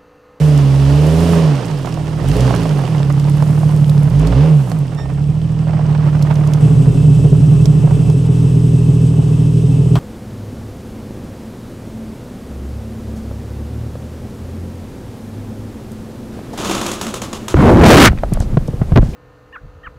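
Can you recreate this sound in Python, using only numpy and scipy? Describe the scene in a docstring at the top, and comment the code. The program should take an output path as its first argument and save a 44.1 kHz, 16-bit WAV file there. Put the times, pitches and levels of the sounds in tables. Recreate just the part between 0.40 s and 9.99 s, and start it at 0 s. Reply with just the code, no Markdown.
"""Off-roader climbing loose shale

A six-cylinder engine makes one long pull, two blips of the throttle, then ticks over.
Trains of uneven pulses ring the exhaust; noise shaped by engine and grains makes fan rush and crunching shale.
Short noise bursts are mostly stones, with one dry tick as the climb drops out at 7.7 s.
A few sine tones make one brake squeak; a clunk of noise comes near the end.
From 6.2 s the idle is also heard from the front, with hissing belts.
"""
import sys
import numpy as np
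from scipy import signal
from scipy.fft import rfft, irfft, next_fast_len
from scipy.io import wavfile
from scipy.ndimage import uniform_filter1d, map_coordinates

SR = 44100
rng = np.random.default_rng(int(sys.argv[2]) if len(sys.argv) > 2 else 0)


def int16_out(signal):
    """Quantize to a 16-bit WAV file."""
    q = np.round(np.clip(np.atleast_2d(signal).T, -1, 1) * 32767)
    wavfile.write(sys.argv[1], SR, q.astype(np.int16))


N = 422919  # length in samples

# All table levels are relative: each layer is trimmed where it is mixed.
# engine speed on the climb: time_s, firing_rate_hz
CLIMB_SPEED = [(0.0, 77), (0.27, 67.7), (0.47, 69.6), (0.85, 85.05), (1.01, 81.35), (1.37, 44.8),
               (1.56, 38.42), (1.81, 38.75), (2.01, 66.16), (2.59, 34.55), (3.18, 38.1), (3.66, 36.0),
               (3.75, 49.2), (3.89, 55.14), (4.05, 82.7), (4.38, 48.8), (4.61, 32.63), (5.04, 40.18),
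               (5.62, 37.3)]
# presses of the pedal: down_s, up_s, opening (0 to 1)
PEDAL_PRESSES = [(-.3, 0.202, .6), (.31, .94, 0.88), (1.764, 2.07, 0.88), (3.667, 3.96, 0.97)]
# the cylinders in firing order: strength_db, lateness (firing intervals), both scaled by the unevenness
CYLINDERS = [(6.5, 0.016), (2.5, -0.014), (3.5, 0.0061), (5, 0.012), (3.5, -0.017), (4.5, -0.01)]
# upper notes of the exhaust pipe: pitch_hz, width_hz, level_db
PIPE_MODES = [(276, 17.8, 4.5), (333, 39, -9), (422, 48.5, -3), (547, 41, -8.5), (653, 70, -26)]
# the same pipe notes heard from the front: pitch_hz, width_hz, level_db
FRONT_PIPE_MODES = [(271.6, 21, 2.5), (327.5, 21, -8.5), (404.4, 31.4, -3.5), (424.6, 24, -11.5),
                    (504, 29, -22)]
# strength of the exhaust's boom: time_s, level_db
BOOM_LEVEL = [(0, -12), (.85, -14), (1.08, -12.5), (1.2, -21), (1.7, -22), (2.04, -12), (2.24, -17),
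              (3.6, -12.5), (3.88, -13.5), (4.16, -10), (4.24, -17), (4.42, -17.5), (4.58, -24),
              (4.88, -16.5), (5.7, -14.5)]
# how levels follow the engine, one row each:
# tickover_db, full_throttle_rise_db, rise_db_per_octave of revs, beyond_crest_db, pedal_lag_s
THUMP_LAW = (-24, 14.5, -1.5, 2, 0)
RASP_LAW = (-30, 12.5, 2.2, -2, .04)
WHINE_LAW = (-37, 2, -5, -7, 0)
INTAKE_LAW = (-26.5, 14.5, 0, 3, .06)
RUSH_LAW = (-40, 3, 4.5, -5, .03)
# tone of the deep firing thump: pitch_hz, level_db
THUMP_TONE = [(20, -20.5), (36, 1), (55, 17.5), (80, 9), (95, 13), (115, -60), (200, -91.5)]
# tone of crunching shale: pitch_hz, level_db
CRUNCH_TONE = [(60, -15), (200, 6.5), (450, 1.5), (700, -2), (1100, -7), (1600, -16.5), (2500, -21),
               (6000, -59)]
# tone of the fan's rushing air: pitch_hz, level_db
RUSH_TONE = [(700, -20.5), (1300, -3.5), (1800, -0.5), (2300, -3.5), (2900, 2), (3800, -4), (5200, -3.5),
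             (7000, -11.5), (9500, -16.5), (13000, -43.5)]
# tone of spraying grit: pitch_hz, level_db
GRIT_TONE = [(3000, -30), (6500, -4.5), (9700, -3.5), (12000, -7.5), (15000, -19)]
# strength of the shale crunching under the tyres: time_s, level_db
CRUNCH_LEVEL = [(0, -30), (.75, -28.5), (.97, -26.5), (1.78, -30), (1.92, -24.5), (2.58, -25), (2.74, -29),
                (4.05, -28), (4.16, -34.5), (4.45, -32.5), (4.95, -36.5), (5.6, -27)]
# strength of the grit that the tyres spray: time_s, level_db
GRIT_LEVEL = [(0, -42.5), (.3, -48), (.92, -38), (1.1, -50.5), (1.78, -53.5), (1.94, -42.5), (2.72, -53.5),
              (3.1, -47), (3.92, -53), (4.3, -47.5), (4.44, -59.5), (5.35, -68), (5.9, -55)]
# the idle heard from the front: time_s, firing_rate_hz, level_db, mutter_db
FRONT_IDLE = [(6.2, 40.37, -10.5, -35.5), (6.9, 39.9, -9, -43.5), (7.45, 40.6, -12.5, -38.5),
              (7.75, 39.65, -10.5, -40.5), (8.0, 40.69, -9.5, -39), (8.55, 40.37, -8.5, -41.5),
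              (8.9, 39.05, -10, -38), (9.15, 40.22, -10, -42.5), (9.59, 40.32, -9, -38.5)]
# tone of the belts' hiss: pitch_hz, level_db
BELT_TONE = [(900, -18), (1800, -14), (2300, -10), (2900, -3), (3700, -7.5), (4400, -12.5), (5100, -8),
             (7200, -11), (8100, -4.5), (9000, -11), (11000, -18), (15500, -28)]
# singing bands of the belts and pulleys: pitch_hz, width_hz, level_db
PULLEY_BANDS = [(2633, 73, -9.5), (2840, 39, -26.5), (3024, 73, -18.5), (8080, 180, -14.5),
                (8240, 200, -18)]
# knocks, mostly stones under the tyres; the one at 7.698 s is part of a dry tick as the climb
# drops out: start_s, peak_db
KNOCKS = [(0.581, -27), (0.685, -20), (1.447, -18.5), (1.572, -16.5), (1.843, -18), (2.107, -11),
          (2.255, -13.5), (2.602, -17.5), (2.777, -19.5), (2.875, -22), (3.024, -11.5), (3.231, -16),
          (3.821, -22), (4.274, -21.5), (4.317, -16.5), (5.271, -21), (5.335, -18), (5.391, -18),
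          (7.256, -23), (7.473, -18), (7.508, -18), (7.698, -22)]
# sharp ticks, mostly shale chips snapping; the one at 7.6989 s belongs to that dry tick: start_s, peak_db
TICKS = [(0.176, -19), (1.154, -22.5), (1.4574, -24), (1.5419, -26), (2.006, -17), (2.1617, -20),
         (2.2325, -17.5), (2.797, -25), (3.0241, -24), (3.4955, -20), (3.8717, -19), (4.3162, -23),
         (5.8243, -20), (5.9558, -23), (6.0734, -26.5), (6.1355, -16), (7.2564, -14), (7.6989, -23)]
# tones in the brake squeak: multiple of the lowest pitch, level_db
SQUEAK_TONES = [(1, -52), (2, -47), (3, -45), (4, -56)]
# tone of the clunk's crack: pitch_hz, level_db
CLUNK_TONE = [(300, -10), (800, 9), (1900, -26), (2900, -8), (5000, -20), (12000, -36)]
# tone of low air turbulence: pitch_hz, level_db
RUMBLE_TONE = [(15, -14), (30, -3.5), (55, -3), (85, 5.0), (130, -6), (300, -63)]

IDLE_START_S, CLIMB_END_S = 6.19, 7.7
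TICKOVER_HZ, FLYWHEEL_S = 38.3, 0.1
OPEN_S, CLOSE_S = 0.14, 0.23  # how long the throttle takes to move
CREST_S, CREST_LENGTH_S = 2.96, 1.113  # going over the crest and drawing away
OVERRUN_DB = -3.5  # softening while the revs fall, for each e-fold of fall a second
BOOM_HZ, SWELL_DB = 145.8, 2  # boom swells when a harmonic of the firings meets this pitch
RUSH_FROM_CRUNCH = 0.58  # share of the crunch's swings that the rush follows
TOP_HZ = 15600


def undb(db):
    """Turn decibels into a gain."""
    return 10 ** (np.asarray(db) / 20)


def curves(table):
    """Join each column of a table by straight lines in time."""
    s, *columns = np.transpose(table)
    return [np.interp(np.arange(N) / SR, s, c) for c in columns]


def ramp(start_s, length_s):
    """A straight rise from 0 to 1."""
    return np.clip((np.arange(N) / SR - start_s) / length_s, 0, 1)


def noise():
    """White noise of about rms 1."""
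    return rng.standard_normal(N)


def unit(x):
    """Scale to rms 1."""
    return x / np.sqrt(np.mean(x ** 2))


def steady(x, size=3500):
    """Even out slow swells but keep the throb; size is in samples."""
    power = uniform_filter1d(uniform_filter1d(x ** 2, size), size)
    return x / np.sqrt(power + 1e-12)


def walk(rate):
    """Random levels, `rate` a second, joined by straight lines; spread near 1."""
    position = np.arange(N) / SR * rate
    return map_coordinates(rng.standard_normal(4000), [position], order=1, mode="wrap") * 1.2


def ring(x, hz, width_hz):
    """One resonance, gain 1 at its centre."""
    return signal.lfilter(*signal.iirpeak(min(hz, SR / 2.3), hz / width_hz, fs=SR), x)


def colour(x, points):
    """Shape the tone through pitch and level points, without any sound before its cause."""
    hz, db = np.transpose(points)
    size = next_fast_len(N + 8192, True) // 2 * 2
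    bins_hz = np.arange(size // 2 + 1) * SR / size
    log_gain = np.log(undb(np.interp(np.log(bins_hz + 1), np.log(hz), db)))
    # folding the cepstrum gives the filter minimum phase
    cepstrum = irfft(log_gain)
    cepstrum[1:size // 2] *= 2
    cepstrum[size // 2 + 1:] = 0
    return irfft(rfft(x, size) * np.exp(rfft(cepstrum)))[:N]


def place(x, pan_db, other=0):
    """Place a sound, left for positive pan_db; `other` is scattered sound, flipped in the right ear."""
    left = 2 / (1 + undb(-pan_db))
    return np.array([left * (x + other), (2 - left) * (x - other)])


def climbing_engine(hz):
    """Lumpy at tick-over, even when it revs; thumps and rasps under load, goes soft as revs fall."""
    overrun = np.clip(-np.gradient(np.log(hz)) * SR, 0, 2)
    thump_db = loudness(THUMP_LAW, hz) + OVERRUN_DB * overrun
    rasp_db = loudness(RASP_LAW, hz)
    boom_db = curves(BOOM_LEVEL)[0] + SWELL_DB * np.cos(2 * np.pi * BOOM_HZ / hz)
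    uneven = np.clip((38 / hz) ** 1.3, 0, 1.2)
    pulses = firings(hz, uneven, scatter_db=1.2, jitter=0.007)

    thump = steady(colour(firings(hz, uneven * 0.3, scatter_db=5, jitter=0.01), THUMP_TONE))
    boom = drone(pulses, hz=142.6, width_hz=26.2, low_hz=80.65, high_hz=198.7)
    low = thump * undb(thump_db - 5.5) + boom * undb(boom_db + 2.1)

    upper = rasp(pulses, PIPE_MODES, gas=0.74 * uneven, top_hz=710) * undb(rasp_db - 4.0)
    whine = fan_whine(hz) * undb(loudness(WHINE_LAW, hz))
    upper = upper + whine + intake(pulses, loudness(INTAKE_LAW, hz))
    turbulence = rumble(np.minimum(thump_db, -22) - 13)
    return place(low, pan_db=-4.0) + place(upper, pan_db=-3.5) + turbulence, pulses


def throttle(lag_s):
    """Each press opens the throttle quickly; it closes more slowly."""
    total = 0
    for down_s, up_s, opening in PEDAL_PRESSES:
        total = total + opening * ramp(down_s + lag_s, OPEN_S) * (1 - ramp(up_s + lag_s, CLOSE_S))
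    return total


def loudness(law, hz):
    """A level in dB that follows the throttle and the revs, and changes beyond the crest."""
    rest_db, throttle_db, octave_db, crest_db, lag_s = law
    engine_db = throttle_db * throttle(lag_s) + octave_db * np.log2(hz / TICKOVER_HZ)
    return rest_db + engine_db + crest_db * ramp(CREST_S, CREST_LENGTH_S)


def firings(hz, uneven, scatter_db, jitter):
    """One pulse a firing; each cylinder has its own strength and timing, and each burn varies by chance."""
    turns = np.cumsum(hz) / SR  # firings so far
    k = np.arange(int(turns[-1]))
    db, late = np.transpose(CYLINDERS)[:, k % len(CYLINDERS)]
    chance = rng.standard_normal((len(k), 2))
    lumpy = np.interp(k, turns, uneven)
    moment = k + lumpy * (late + jitter * chance[:, 0])
    at = np.interp(moment, turns, np.arange(N)).clip(0, N - 2)
    size = undb(lumpy * (db + scatter_db * chance[:, 1]))
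    # share each pulse between the two nearest samples
    whole, part = at.astype(int), at % 1
    return np.bincount(whole, size * (1 - part), N) + np.bincount(whole + 1, size * part, N)


def puffs(pulses, decay_s):
    """The gas flow that jumps up at each firing and dies away."""
    return unit(signal.lfilter([1], [1, -np.exp(-1 / (decay_s * SR))], pulses))


def drone(pulses, hz, width_hz, low_hz, high_hz):
    """Pipe and silencer ring at one low pitch, so each throb swells and fades softly."""
    silencer = signal.butter(3, [low_hz, high_hz], "band", fs=SR, output="sos")
    pipe = ring(ring(pulses, hz, width_hz), hz, 2 * width_hz)
    return steady(signal.sosfilt(silencer, pipe))


def rasp(pulses, modes, gas, top_hz):
    """Firings and their turbulent gas ring the pipe's upper notes."""
    drive = unit(pulses) + gas * puffs(pulses, 0.011) * noise()
    pipe = sum(undb(db) * ring(ring(drive, hz, width), hz, 4 * width) for hz, width, db in modes)
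    band = signal.butter(3, [200, top_hz], "band", fs=SR, output="sos")
    return steady(signal.sosfilt(band, pipe))


def intake(pulses, level_db):
    """Each gulp of air growls and hisses: noise pulsing with the firings."""
    flow = puffs(pulses, 0.013)
    growl = unit(ring(ring(flow * noise(), 580, 370), 640, 700))
    hiss = unit(ring(ring(flow * noise(), 2680, 1100), 2700, 1600))
    return (undb(-23.0) * growl + undb(-34.5) * hiss) * undb(level_db)


def fan_whine(hz):
    """A belt-driven blade tone at 8.42 times the firing rate, wavering in strength."""
    tone = np.sqrt(2) * np.sin(2 * np.pi * np.cumsum(8.42 * hz) / SR)
    return tone * undb(2 * walk(10))


def tyres_and_fan(hz, pulses):
    """Shale crunches and spits grit; as the engine revs, pulsing air fills the gaps between grains."""
    (crunch_db,), (grit_db,) = curves(CRUNCH_LEVEL), curves(GRIT_LEVEL)
    rush_db = loudness(RUSH_LAW, hz) + RUSH_FROM_CRUNCH * (crunch_db - crunch_db.mean())
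    revs = np.clip(hz / 85, 0, 1)
    air = revs * puffs(pulses, 0.036)
    loose = 1.2 - revs  # single grains stand out more at low revs
    crunch_grains = loose * grains(rate=170, spread_db=-1.5, decay_s=0.0069)
    rush_grains = loose * grains(rate=200, spread_db=4.5, decay_s=0.0015)
    grit_grains = loose * grains(rate=79, spread_db=5.5, decay_s=0.00072)
    crunch = unit(np.hypot(air, 0.65 * crunch_grains))
    rush = unit(np.hypot(0.53 + 0.14 * air, 0.5 * rush_grains))
    grit = unit(np.hypot(0.8, grit_grains))
    rolling_db = -9 * ramp(6.15, 0.27)  # the wheels come to rest
    layers = [(crunch, crunch_db - 0.3, CRUNCH_TONE, 0.3),
              (rush, rush_db - 2.0, RUSH_TONE, 0.33),
              (grit, grit_db + 0.53, GRIT_TONE, 0.55)]
    out = 0
    for texture, db, tone, wide in layers:
        mid, side = (unit(colour(texture * noise(), tone)) * undb(db + rolling_db) for _ in range(2))
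        out = out + place(mid, pan_db=-7.0, other=wide * side)
    return out


def grains(rate, spread_db, decay_s):
    """The loudness outline of tiny fractures of very unequal size, each dying away quickly."""
    sizes = undb(spread_db * np.minimum(rng.exponential(size=N), 4))
    hits = (rng.random(N) < rate / SR) * sizes
    power = signal.lfilter([1], [1, -np.exp(-2 / (decay_s * SR))], hits ** 2)
    return np.sqrt(power / power.mean())


def idling_engine():
    """The same six cylinders from the front, with the mutter of the engine bay."""
    hz, db, mutter_db = curves(FRONT_IDLE)
    pulses = firings(hz, np.full(N, 1.05), scatter_db=2.0, jitter=0.014)
    thump = steady(colour(firings(hz, np.full(N, 0.25), scatter_db=3, jitter=0.01), THUMP_TONE))
    boom = drone(pulses, hz=138.4, width_hz=30.7, low_hz=95.59, high_hz=190.72)
    low = boom + undb(-15.0) * thump
    upper = undb(-14.5) * rasp(pulses, FRONT_PIPE_MODES, gas=1.0, top_hz=567.4)
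    upper = upper + undb(-34.5) * fan_whine(hz)
    engine = (place(low, pan_db=-1.36) + place(upper, pan_db=4.5)) * undb(db)
    mid, side = (unit(colour(noise(), CRUNCH_TONE)) * undb(mutter_db + 5.0 + 0.71 * walk(13))
                 for _ in range(2))
    mutter = place(mid, pan_db=0.5, other=0.76 * side)
    return engine + mutter + rumble(level_db=-40.5)


def belts(level_db, pan_db):
    """Belts and pulleys: a flickering hiss with a few singing bands of noise."""
    hiss = unit(colour(noise(), BELT_TONE))
    sing = 0
    for hz, width, db in PULLEY_BANDS:
        band = unit(ring(ring(noise(), hz, width), hz, 2 * width))
        sing = sing + undb(db + 2 * walk(12)) * band
    scattered = 0.3 * unit(colour(noise(), RUSH_TONE))
    return place((hiss + sing) * undb(walk(45)), pan_db, scattered) * undb(level_db)


def knocks_and_ticks(table, hz, decay_s, width, pan_db):
    """Each hit cracks and rings broadly for a moment: a noise burst through a wide resonance."""
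    out, t = np.zeros((2, N + SR)), np.arange(SR // 8) / SR
    fade = np.exp(-t / decay_s) + 0.3 * np.exp(-t / (4 * decay_s))
    for s, db in table:
        blow = fade * rng.standard_normal(len(t))
        hit = ring(ring(blow, hz, min(width * hz, SR / 3)), hz, min(2 * width * hz, SR / 3))
        start = int(s * SR)
        spot_db = pan_db + 2 * rng.standard_normal()
        out[:, start:start + len(t)] += place(hit * undb(db) / abs(hit).max(), spot_db)
    return out[:, :N]


def pebbles():
    """Small stones shift and clack at random, louder where the shale crunches more."""
    clacks = grains(rate=30, spread_db=2.5, decay_s=0.0083) * noise()
    body = unit(ring(ring(clacks, 730, 560), 810, 1500))
    level_db = curves(CRUNCH_LEVEL)[0] - 9.5 - 11 * ramp(6.1, 0.2)
    return place(body * undb(level_db), pan_db=-13.5)


def brake_squeak():
    """A pad sings briefly as the vehicle is held; the lowest tone lingers."""
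    pitch_hz = 1819 * (1 + 0.002 * walk(150))
    phase = 2 * np.pi * np.cumsum(pitch_hz) / SR
    bite = ramp(4.568, 0.014) * (1 - ramp(4.62, 0.035))
    linger = ramp(4.566, 0.009) * (1 - ramp(4.6, 0.22))
    tones = sum(undb(db) * np.sin(round(k) * phase) for k, db in SQUEAK_TONES)
    squeak = bite * tones + undb(-45) * linger * np.sin(phase)
    return place(squeak * undb(2 * walk(54)), pan_db=-9)


def clunk():
    """A clunk from the body: a sharp crack and a short hollow ring."""
    age = np.arange(N) / SR - 9.555  # seconds since the blow
    crack = unit(colour(noise(), CLUNK_TONE)) * np.exp(-abs(age) / 0.0096)
    hollow = unit(ring(noise(), 850, 164) + ring(noise(), 1150, 181.4)) * np.exp(-abs(age) / 0.032)
    return place((age > 0) * (undb(-15.5) * crack + undb(-24) * hollow), pan_db=2.5)


def rumble(level_db):
    """Low air turbulence: deep noise, partly different at each ear."""
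    mid, side = (unit(colour(noise(), RUMBLE_TONE)) for _ in range(2))
    return place(mid, pan_db=-6, other=1.3 * side) * undb(level_db)


def scene():
    """Mix the climb, the overlapping idle, and the small events."""
    # the flywheel rounds every change of speed
    hz = uniform_filter1d(curves(CLIMB_SPEED)[0], int(FLYWHEEL_S * SR), mode="nearest")
    engine, pulses = climbing_engine(hz)
    climb = engine + tyres_and_fan(hz, pulses) + pebbles() + belts(level_db=-53.5, pan_db=-8)
    idle = idling_engine() + belts(level_db=-43.6, pan_db=1.0)
    knocks = undb(0.5) * knocks_and_ticks(KNOCKS, hz=660, decay_s=0.003, width=0.47, pan_db=-10.5)
    ticks = undb(-1.5) * knocks_and_ticks(TICKS, hz=4560, decay_s=0.0021, width=1.0, pan_db=-9)
    engines = climb * (1 - ramp(CLIMB_END_S, 0.02)) + idle * ramp(IDLE_START_S, 0.018)
    return engines + knocks + ticks + brake_squeak() + clunk()


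def record(dry):
    """Round off the loudest peaks near full scale and cut the top of the treble."""
    rounded = dry / (1 + dry ** 16) ** (1 / 16)
    return signal.sosfilt(signal.ellip(8, 0.2, 70, TOP_HZ, fs=SR, output="sos"), rounded)


dry = scene()
out = record(dry)
int16_out(out)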